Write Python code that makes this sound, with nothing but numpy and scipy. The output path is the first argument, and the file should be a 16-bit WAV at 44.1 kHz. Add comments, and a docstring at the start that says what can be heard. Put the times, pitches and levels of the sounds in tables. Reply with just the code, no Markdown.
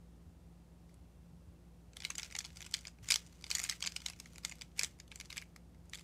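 """A small furnished room: a plastic puzzle cube is turned quickly close to the microphone.
Pieces catch and snap against each other, each snap ringing the hollow plastic for a few milliseconds;
the layers rasp and tick as they slide. Behind are a humming motor, three soft low thuds,
room rumble and microphone hiss."""
import sys
import numpy as np
from scipy import signal
from scipy.fft import rfft, irfft, next_fast_len
from scipy.io import wavfile
from scipy.ndimage import uniform_filter1d

SR = 44100
rng = np.random.default_rng(int(sys.argv[2]) if len(sys.argv) > 2 else 0)


def int16_out(signal):
    """Quantize to a 16-bit WAV file."""
    q = np.round(np.clip(np.atleast_2d(signal).T, -1, 1) * 32767)
    wavfile.write(sys.argv[1], SR, q.astype(np.int16))


N = 265923

# pieces snapping past each other:
# (time [s], wall peak [dB], brightest pitch [Hz], hollow re wall [dB], edge re wall [dB])
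SNAPS = [(0.942, -58, 6000, -14, -2), (1.9332, -51, 4970, -8, -27), (1.9686, -36, 3850, -11, -7),
         (2.003, -38, 4900, -6.5, -17), (2.0211, -38.5, 3860, -3, -16), (2.0354, -41.5, 3900, -6, -12),
         (2.0424, -40, 4900, -4, -17), (2.0497, -24, 3750, -5.5, -18.5), (2.068, -46, 5100, -10, -13),
         (2.103, -28, 5640, -7.5, -14), (2.1176, -44, 4300, -14, -19), (2.1533, -36.5, 6370, -21, -17),
         (2.1818, -26, 5350, -18, -17), (2.1878, -39.5, 5270, -0.5, -11), (2.1965, -32.5, 5100, -8, -15),
         (2.2203, -43, 5900, -6, -13), (2.2312, -31, 4960, -8, -21), (2.246, -40, 4200, -8, -15),
         (2.2522, -46, 4400, -3, -19), (2.302, -50, 3600, -2, -21), (2.311, -46, 5000, -3, -14),
         (2.324, -41, 4770, 0.5, -20), (2.351, -31, 4200, -4.5, -17), (2.3641, -33, 5300, -6.5, -16),
         (2.3879, -25.5, 6100, -23, -16), (2.4052, -36.5, 5200, -3, -20), (2.4097, -41, 5700, -21, -22),
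         (2.443, -42.5, 5100, -3, -14), (2.4483, -34, 4470, -19, -19), (2.451, -39.5, 4180, -9, -19),
         (2.458, -41, 4600, -21, -7.5), (2.465, -45.5, 4500, -8, -15), (2.5594, -48.5, 5880, -12, -10),
         (2.57, -39.5, 6600, -9, -15), (2.6058, -37.5, 4850, -3.5, -15), (2.618, -41, 5600, -2, -10),
         (2.6249, -36.5, 4260, -7, -17), (2.6497, -43, 5200, -14, -14), (2.6637, -41, 5200, -3, -8),
         (2.7116, -44.5, 7000, -17, -7), (2.7227, -45, 5200, -16, -14), (2.7397, -20.5, 4020, -16, -14.5),
         (2.7468, -31.5, 4970, -1.5, -13), (2.7674, -41, 6400, -11, -9), (2.781, -47.5, 5200, -5, -13),
         (2.7892, -45, 4900, -11, -13), (2.8096, -50, 5500, -17, -5), (2.852, -41, 4700, 3, -12),
         (2.8706, -34, 4300, -16, -32), (2.88, -40.5, 4840, -9, -24), (2.986, -61, 4780, 4, -14),
         (3.0873, -27, 5900, -10, -15), (3.104, -20, 5900, -1.5, -5.5), (3.109, -18, 5500, -17, -13),
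         (3.1199, -16, 4700, -6.5, -20), (3.131, -33, 5500, -7, -15), (3.141, -18, 5250, -15, -19),
         (3.1584, -20, 5670, -15, -12), (3.264, -49, 4440, -14, -10), (3.2713, -54, 6800, -14, -4),
         (3.4108, -50.5, 5300, -14, -8), (3.4232, -49, 6100, -13, -10), (3.4412, -33, 4900, -9, -15),
         (3.4657, -41.5, 5100, -6, -11), (3.503, -26, 5970, -18, -19), (3.513, -21.5, 4650, -7.5, -13.5),
         (3.525, -40, 6000, -16, -14), (3.551, -22, 5900, -12, -10), (3.5696, -33, 6200, -6, -10),
         (3.5836, -31, 5500, -4, -10), (3.5932, -26.5, 5500, -8.5, -20), (3.5993, -28, 5940, -6, -13),
         (3.6159, -35, 6600, -9, -7), (3.633, -31, 6400, -13, -13), (3.6391, -26, 6650, -15, -18),
         (3.648, -35, 5300, -3, -10), (3.6523, -44, 5400, -4, -13), (3.679, -48, 7000, -11, -8),
         (3.691, -34, 5140, 0, -9), (3.696, -22, 5250, -14, -16), (3.7117, -34, 5800, -3.5, -12),
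         (3.722, -38.5, 5400, -1.5, -13), (3.732, -45.5, 5600, -5, -20), (3.8053, -40, 5260, -9, -14),
         (3.8187, -45, 4000, -2, -20), (3.825, -25, 4140, -11.5, -18), (3.8394, -32.5, 4260, -4.5, -26),
         (3.8488, -30.5, 4940, -15, -31), (3.861, -30, 5830, -4, -15), (3.867, -29, 6140, -12, -11),
         (3.8726, -23.5, 5050, -11.5, -22), (3.9208, -38.5, 5300, -9, -14),
         (3.9632, -27.5, 4640, -13, -18.5), (4.0033, -43, 4290, -17, -16), (4.018, -43.5, 6580, -13, -14),
         (4.0616, -24, 5160, -12, -18.5), (4.084, -35.5, 5330, -7, -15), (4.099, -35, 5600, -10, -8),
         (4.1337, -49.5, 4200, 1, -14), (4.1999, -36.5, 5650, -10, -8), (4.258, -48, 3800, 3, -9),
         (4.358, -45.5, 5470, -1, -11), (4.3816, -40.5, 5800, -5, -7), (4.4347, -47, 4530, -9, -15),
         (4.449, -22, 5500, -10.5, -17), (4.4821, -48, 6100, -13, -15), (4.4952, -36.5, 6230, -10, -15),
         (4.514, -42, 6100, -1, -17), (4.5217, -40, 6300, 2.5, -18), (4.5547, -55, 6060, -13, -4),
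         (4.5844, -54, 4900, -9, -12), (4.6117, -36, 4660, -11, -19), (4.6187, -36, 4730, -4, -20),
         (4.777, -50, 7300, -12, 0), (4.7831, -44, 5600, 2, -12), (4.793, -19.5, 6050, -5.5, -10.5),
         (4.812, -31, 4800, 0, -19), (4.8223, -38.5, 5500, -4, -13), (4.833, -20.5, 6430, -10, -14.5),
         (4.8398, -31, 5000, -4, -13), (4.8454, -27.5, 4970, -12, -11), (4.988, -61, 6300, 1, 0),
         (5.0001, -40, 4300, -7.5, -14), (5.0785, -54.5, 5350, -16, -8), (5.1163, -40.5, 4290, -3, -14),
         (5.1226, -49.5, 5000, 6, -22), (5.1578, -36, 6570, -11, -14), (5.1893, -53, 6900, -17, -11),
         (5.2, -36.5, 4800, -4.5, -11), (5.21, -37.5, 4400, -4.5, -9), (5.2497, -51, 5800, -9, -13),
         (5.256, -48.5, 5400, -10, -8), (5.3028, -36.5, 4330, -8, -16), (5.3176, -51, 4500, 5, -11),
         (5.3271, -37, 3860, -3.5, -15), (5.3622, -42.5, 5440, -4, -9), (5.3695, -37, 5000, 2, -7),
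         (5.3787, -32, 4640, -2, -14.5), (5.3845, -43, 3600, 0, -19), (5.4158, -46, 5200, -5, -8),
         (5.4225, -49, 3900, 8, -7), (5.5619, -46, 5260, -1, -7), (5.746, -63.5, 5310, -1, -12.5),
         (5.8961, -48.5, 6820, -26, -5), (5.934, -33.5, 4480, -2, -20), (5.9438, -43, 4750, -1, -11),
         (5.9474, -37.5, 5400, -10, -15), (5.9543, -37.5, 4600, -12, -12), (5.974, -46, 6700, -9, -10),
         (5.986, -45, 4840, -4, -17), (5.9942, -48, 5450, -2, -11), (6.0092, -53, 4900, -7.5, -6)]
# layers sliding: (start [s], length [s], rasp level [dB])
TURNS = [(.89, 0.042, -83), (1.961, 0.16, -69), (2.172, 0.09, -62), (2.302, 0.18, -67),
         (2.468, 0.083, -71.5), (2.558, .12, -64), (2.71, 0.17, -70), (3.033, 0.082, -59.5),
         (3.086, 0.047, -53), (3.174, 0.048, -74), (3.249, 0.21, -72), (3.448, 0.041, -66),
         (3.502, 0.17, -53), (3.688, 0.045, -55), (3.803, 0.092, -65), (3.938, .1, -67),
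         (4.051, 0.053, -60.5), (4.16, 0.087, -69), (4.25, .14, -69.5), (4.432, 0.098, -67),
         (4.541, 0.073, -74), (4.629, .14, -81.5), (4.771, .09, -58), (4.985, 0.027, -82),
         (5.109, 0.16, -71), (5.3, 0.1, -64), (5.43, .04, -80), (5.842, 0.089, -81.5), (5.93, 0.08, -67)]
# cube resonances: (frequency [Hz], relative gain [dB], t60 [s])
CUBE_MODES = [(409, 5, 0.027), (552, 1.5, 0.016), (730, 2.5, 0.0095), (885, 3, 0.007), (1120, -2.5, 0.0056),
              (1391, -9.5, 0.017), (1634, -11.5, 0.01), (2137, -0.5, 0.0075), (2493, -1, 0.0047),
              (2784, -11.5, 0.01), (3013, 1, 0.0076), (3470, 0, 0.0078), (3910, -2.5, 0.0072),
              (4410, -1.5, 0.0071), (4970, 1, 0.006), (5620, 2, 0.0034), (5960, 2, 0.006),
              (6380, 5.5, 0.0027), (6950, 3.5, 0.0045), (7560, 1.5, 0.0044), (8260, -0.5, 0.0054),
              (8850, -1, 0.0055), (9740, 1.5, 0.0035), (10570, -0.5, 0.0058), (11430, -2, 0.0052),
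              (12250, -4, 0.0061), (13960, -3.5, 0.0023), (14400, -15.5, 0.0045)]
# mode bands of whole shell, hollow pieces, small walls, thin edges: (boundary [Hz])
PART_BOUNDS_HZ = [0, 1500, 2845, 8625, 20000]


def amp(db):
    """Decibels to gain."""
    return 10 ** (np.asarray(db) / 20)


def unit_rms(x):
    """Scale to rms 1."""
    return x / np.sqrt(np.mean(x ** 2) + 1e-20)


def drift(rate_hz):
    """Slow wander, rms 1: noise at SR / 40 through a double low-pass."""
    pole = np.exp(-2 * np.pi * rate_hz * 40 / SR)
    slow = signal.lfilter([1], [1, -2 * pole, pole * pole], rng.standard_normal(N // 40 + 2002))[2000:]
    return np.interp(np.arange(N) / 40, np.arange(len(slow)), unit_rms(slow))


def noise_floor(rms_db):
    """Steady room rumble and microphone hiss."""
    # noise spectrum: (frequency [Hz], relative density [dB])
    spectrum = [(20, -23.5), (45, -6.5), (60, -5.5), (150, -1), (200, -7), (350, -14.5), (550, -17),
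                (800, -20.5), (1600, -29.5), (3000, -33), (9000, -36), (15000, -43), (20000, -55.5)]
    knot_hz, knot_db = np.transpose(spectrum)
    size = next_fast_len(N)
    hz = np.maximum(np.arange(size // 2 + 1) * SR / size, 1)
    colour = amp(np.interp(np.log(hz), np.log(knot_hz), knot_db))
    return amp(rms_db) * unit_rms(irfft(rfft(rng.standard_normal(size)) * colour, size)[:N])


def motor_hum():
    """Hum and faint whine, each tone wandering in level and phase."""
    # motor tones: (frequency [Hz], rms level [dB], waver [dB])
    tones = [(59.5, -63, -1.2), (80, -70, 4), (118, -85, -0.5), (171, -65.5, 1.4), (238.5, -80, 2.5),
             (295.7, -80.5, 1.5), (355.4, -81, 3), (415, -99, 1), (499, -87.5, 4.5), (2672, -101, 4),
             (2710, -97, 2)]
    t, out = np.arange(N) / SR, np.zeros(N)
    for hz, db, waver_db in tones:
        phase = 2 * np.pi * (hz * t + rng.random()) + 0.21 * waver_db * drift(5.2)
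        out += np.sqrt(2) * amp(db + waver_db * drift(6.3)) * np.sin(phase)
    return out


def thuds(rise_s):
    """Soft pushes: a low tone swells and dies within a few cycles."""
    # pushes: (time [s], envelope peak [dB], frequency [Hz])
    pushes = [(0.261, -50, 78), (1.471, -50, 80), (3.02, -48, 110)]
    t, out = np.arange(N) / SR, np.zeros(N)
    for start_s, peak_db, hz in pushes:
        age = np.clip(t - start_s, 0, None) / rise_s
        out += amp(peak_db) * age * np.exp(1 - age) * np.sin(2 * np.pi * hz * (t - start_s))
    return out


def room_echo(x, t60_s, wall_cut_hz):
    """Wall reflections: twelve feedback delays, duller on every round."""
    size = next_fast_len(N + SR)
    omega = 2 * np.pi * np.arange(size // 2 + 1) / size
    wall_lowpass = 1 / (1 + 1j * omega * SR / (2 * np.pi * wall_cut_hz)) ** 0.17
    lags = np.geomspace(0.004, 0.03, num=12) * SR * rng.uniform(0.93, 1.07, 12)
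    response = 0
    for k, lag in enumerate(lags):
        loop = amp(-60 * lag / SR / t60_s) * wall_lowpass * np.exp(-1j * omega * np.round(lag))
        response = response + (-1) ** k * loop / (1 - loop)
    return irfft(rfft(x, size) * response, size)[:N]


def ring(force, hz, t60_s):
    """One mode: each impulse starts a decaying sine."""
    radius, omega = amp(-60 / (t60_s * SR)), 2 * np.pi * hz / SR
    return signal.lfilter([0, np.sin(omega)], [1, -2 * radius * np.cos(omega), radius ** 2], force + 1e-18)


def radiate(x, cut_hz=954):
    """So small a body radiates little bass."""
    return signal.sosfilt(signal.butter(3, cut_hz, "high", fs=SR, output="sos"), x)


def rasp_envelope(attack_db_per_s=1499.5, release_db_per_s=253, shake_db=-31.5, shake_db_per_s=298.5):
    """Each turn swells, holds and fades; pieces shaken by a snap rasp on briefly."""
    t, turn_power, jolts = np.arange(N) / SR, np.zeros(N), np.zeros(N)
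    for start_s, length_s, db in TURNS:
        before_s = np.maximum(start_s - t, 0)
        after_s = np.maximum(t - start_s - length_s, 0)
        turn_power += amp(db - attack_db_per_s * before_s - release_db_per_s * after_s) ** 2
    for time_s, peak_db, *_ in SNAPS:
        jolts[int(time_s * SR)] = amp(peak_db + shake_db) ** 2
    shake_power = signal.lfilter([1], [1, -amp(-shake_db_per_s / SR) ** 2], jolts + 1e-18)
    return np.sqrt(turn_power + shake_power)


def rasp(slips_per_s, spread_db, part_db):
    """Sliding faces slip in dense, uneven clicks; each rings a random 40% of the modes."""
    sizes = amp(spread_db * np.minimum(rng.exponential(1, N), 5)) * rng.choice([-1, 1], N)
    slips = sizes * (rng.random(N) < slips_per_s * amp(3 * drift(60)) / SR)
    touched = rng.random((len(CUBE_MODES), N)) < 0.4
    parts = np.searchsorted(PART_BOUNDS_HZ, np.array(CUBE_MODES)[:, 0]) - 1
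    ringing = sum(amp(db + part_db[part]) * ring(slips * hit, hz, t60_s)
                  for hit, part, (hz, db, t60_s) in zip(touched, parts, CUBE_MODES))
    return rasp_envelope() * unit_rms(radiate(ringing))


def ticks(per_s=16, bright_hz=5300):
    """Faint random ticks while a layer slides, louder with its rasp; rows as in SNAPS."""
    rows = []
    for start_s, length_s, rasp_db in TURNS:
        scatter = rng.standard_normal((12, 4))
        times_s = start_s + length_s * rng.random(12)
        for time_s, (level, pitch, hollow, edge) in zip(times_s[:round(per_s * length_s)], scatter):
            peak_db = 0.69 * rasp_db - 7 + 2.5 * level
            rows.append((time_s, peak_db, bright_hz * (1 + 0.13 * pitch), -6.5 + 6 * hollow, -9 + 5 * edge))
    return rows


def strike(contact, modes, weight_db, scatter_db=3):
    """One row per blow: the contact rings each mode at a random strength; envelope peak 1."""
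    gain_db = weight_db + scatter_db * rng.standard_normal((len(contact), len(modes)))
    ringing = sum((-1) ** k * amp(db + gain_db[:, [k]]) * ring(contact, hz, t60_s)
                  for k, (hz, db, t60_s) in enumerate(modes))
    blows = radiate(ringing)
    peak_power = uniform_filter1d(blows ** 2, size=24).max(axis=1, keepdims=True)
    return blows / np.sqrt(2 * peak_power)


def snaps(events, scuff_s, crunch_s, rattle_s):
    """Pieces catch: a faint scuff, a hard crunch and a brief rattle ring the cube's four parts."""
    times_s, peak_db, bright_hz, hollow_db, edge_db = np.transpose(events)
    # the shell's share falls as snaps get harder
    shell_db = -18.5 - 0.36 * (peak_db + 40) + 3 * rng.standard_normal(len(events))
    lead, size = 256, 1792   # samples
    t = (np.arange(size) - lead) / SR
    scuff = 0.12 * np.exp(np.minimum(t, 0) / scuff_s)
    force = np.where(t < 0, scuff, np.exp(-t / crunch_s) + 0.19 * np.exp(-t / rattle_s))
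    contact = rng.standard_normal((len(events), size)) * force
    part_db = [shell_db, hollow_db, 0, edge_db]
    focus_db = [1, 2.1, 11.3, 2.6]   # loss one octave from the brightest pitch
    blows = 0
    for part, (low_hz, high_hz) in enumerate(zip(PART_BOUNDS_HZ, PART_BOUNDS_HZ[1:])):
        modes = [mode for mode in CUBE_MODES if low_hz < mode[0] < high_hz]
        octaves = np.log2(np.array(modes)[:, 0] / bright_hz[:, None])
        ringing = strike(contact, modes, -focus_db[part] * octaves ** 2)
        blows = blows + amp(peak_db + part_db[part])[:, None] * ringing
    out = np.zeros(N + size)
    for start, blow in zip(np.round(times_s * SR).astype(int) - lead, blows):
        out[start:start + size] += blow
    return out[:N]


def scene():
    """Cube and its echo over thuds, hum and noise; mono."""
    cube = snaps(SNAPS + ticks(), scuff_s=0.0018, crunch_s=0.00035, rattle_s=0.0042)
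    cube += rasp(slips_per_s=5000, spread_db=3.5, part_db=[-16.5, -3.5, -3, -11])
    echo = amp(-27.5) * room_echo(cube, t60_s=0.19, wall_cut_hz=5600)
    background = thuds(rise_s=0.0097) + motor_hum() + noise_floor(rms_db=-63.5)
    return (background + echo + cube)[None]


def record(dry, stop_hz=16300):
    """Steep treble cut."""
    return signal.sosfilt(signal.cheby2(14, 60, stop_hz, fs=SR, output="sos"), dry)


dry = scene()
out = record(dry)
int16_out(out)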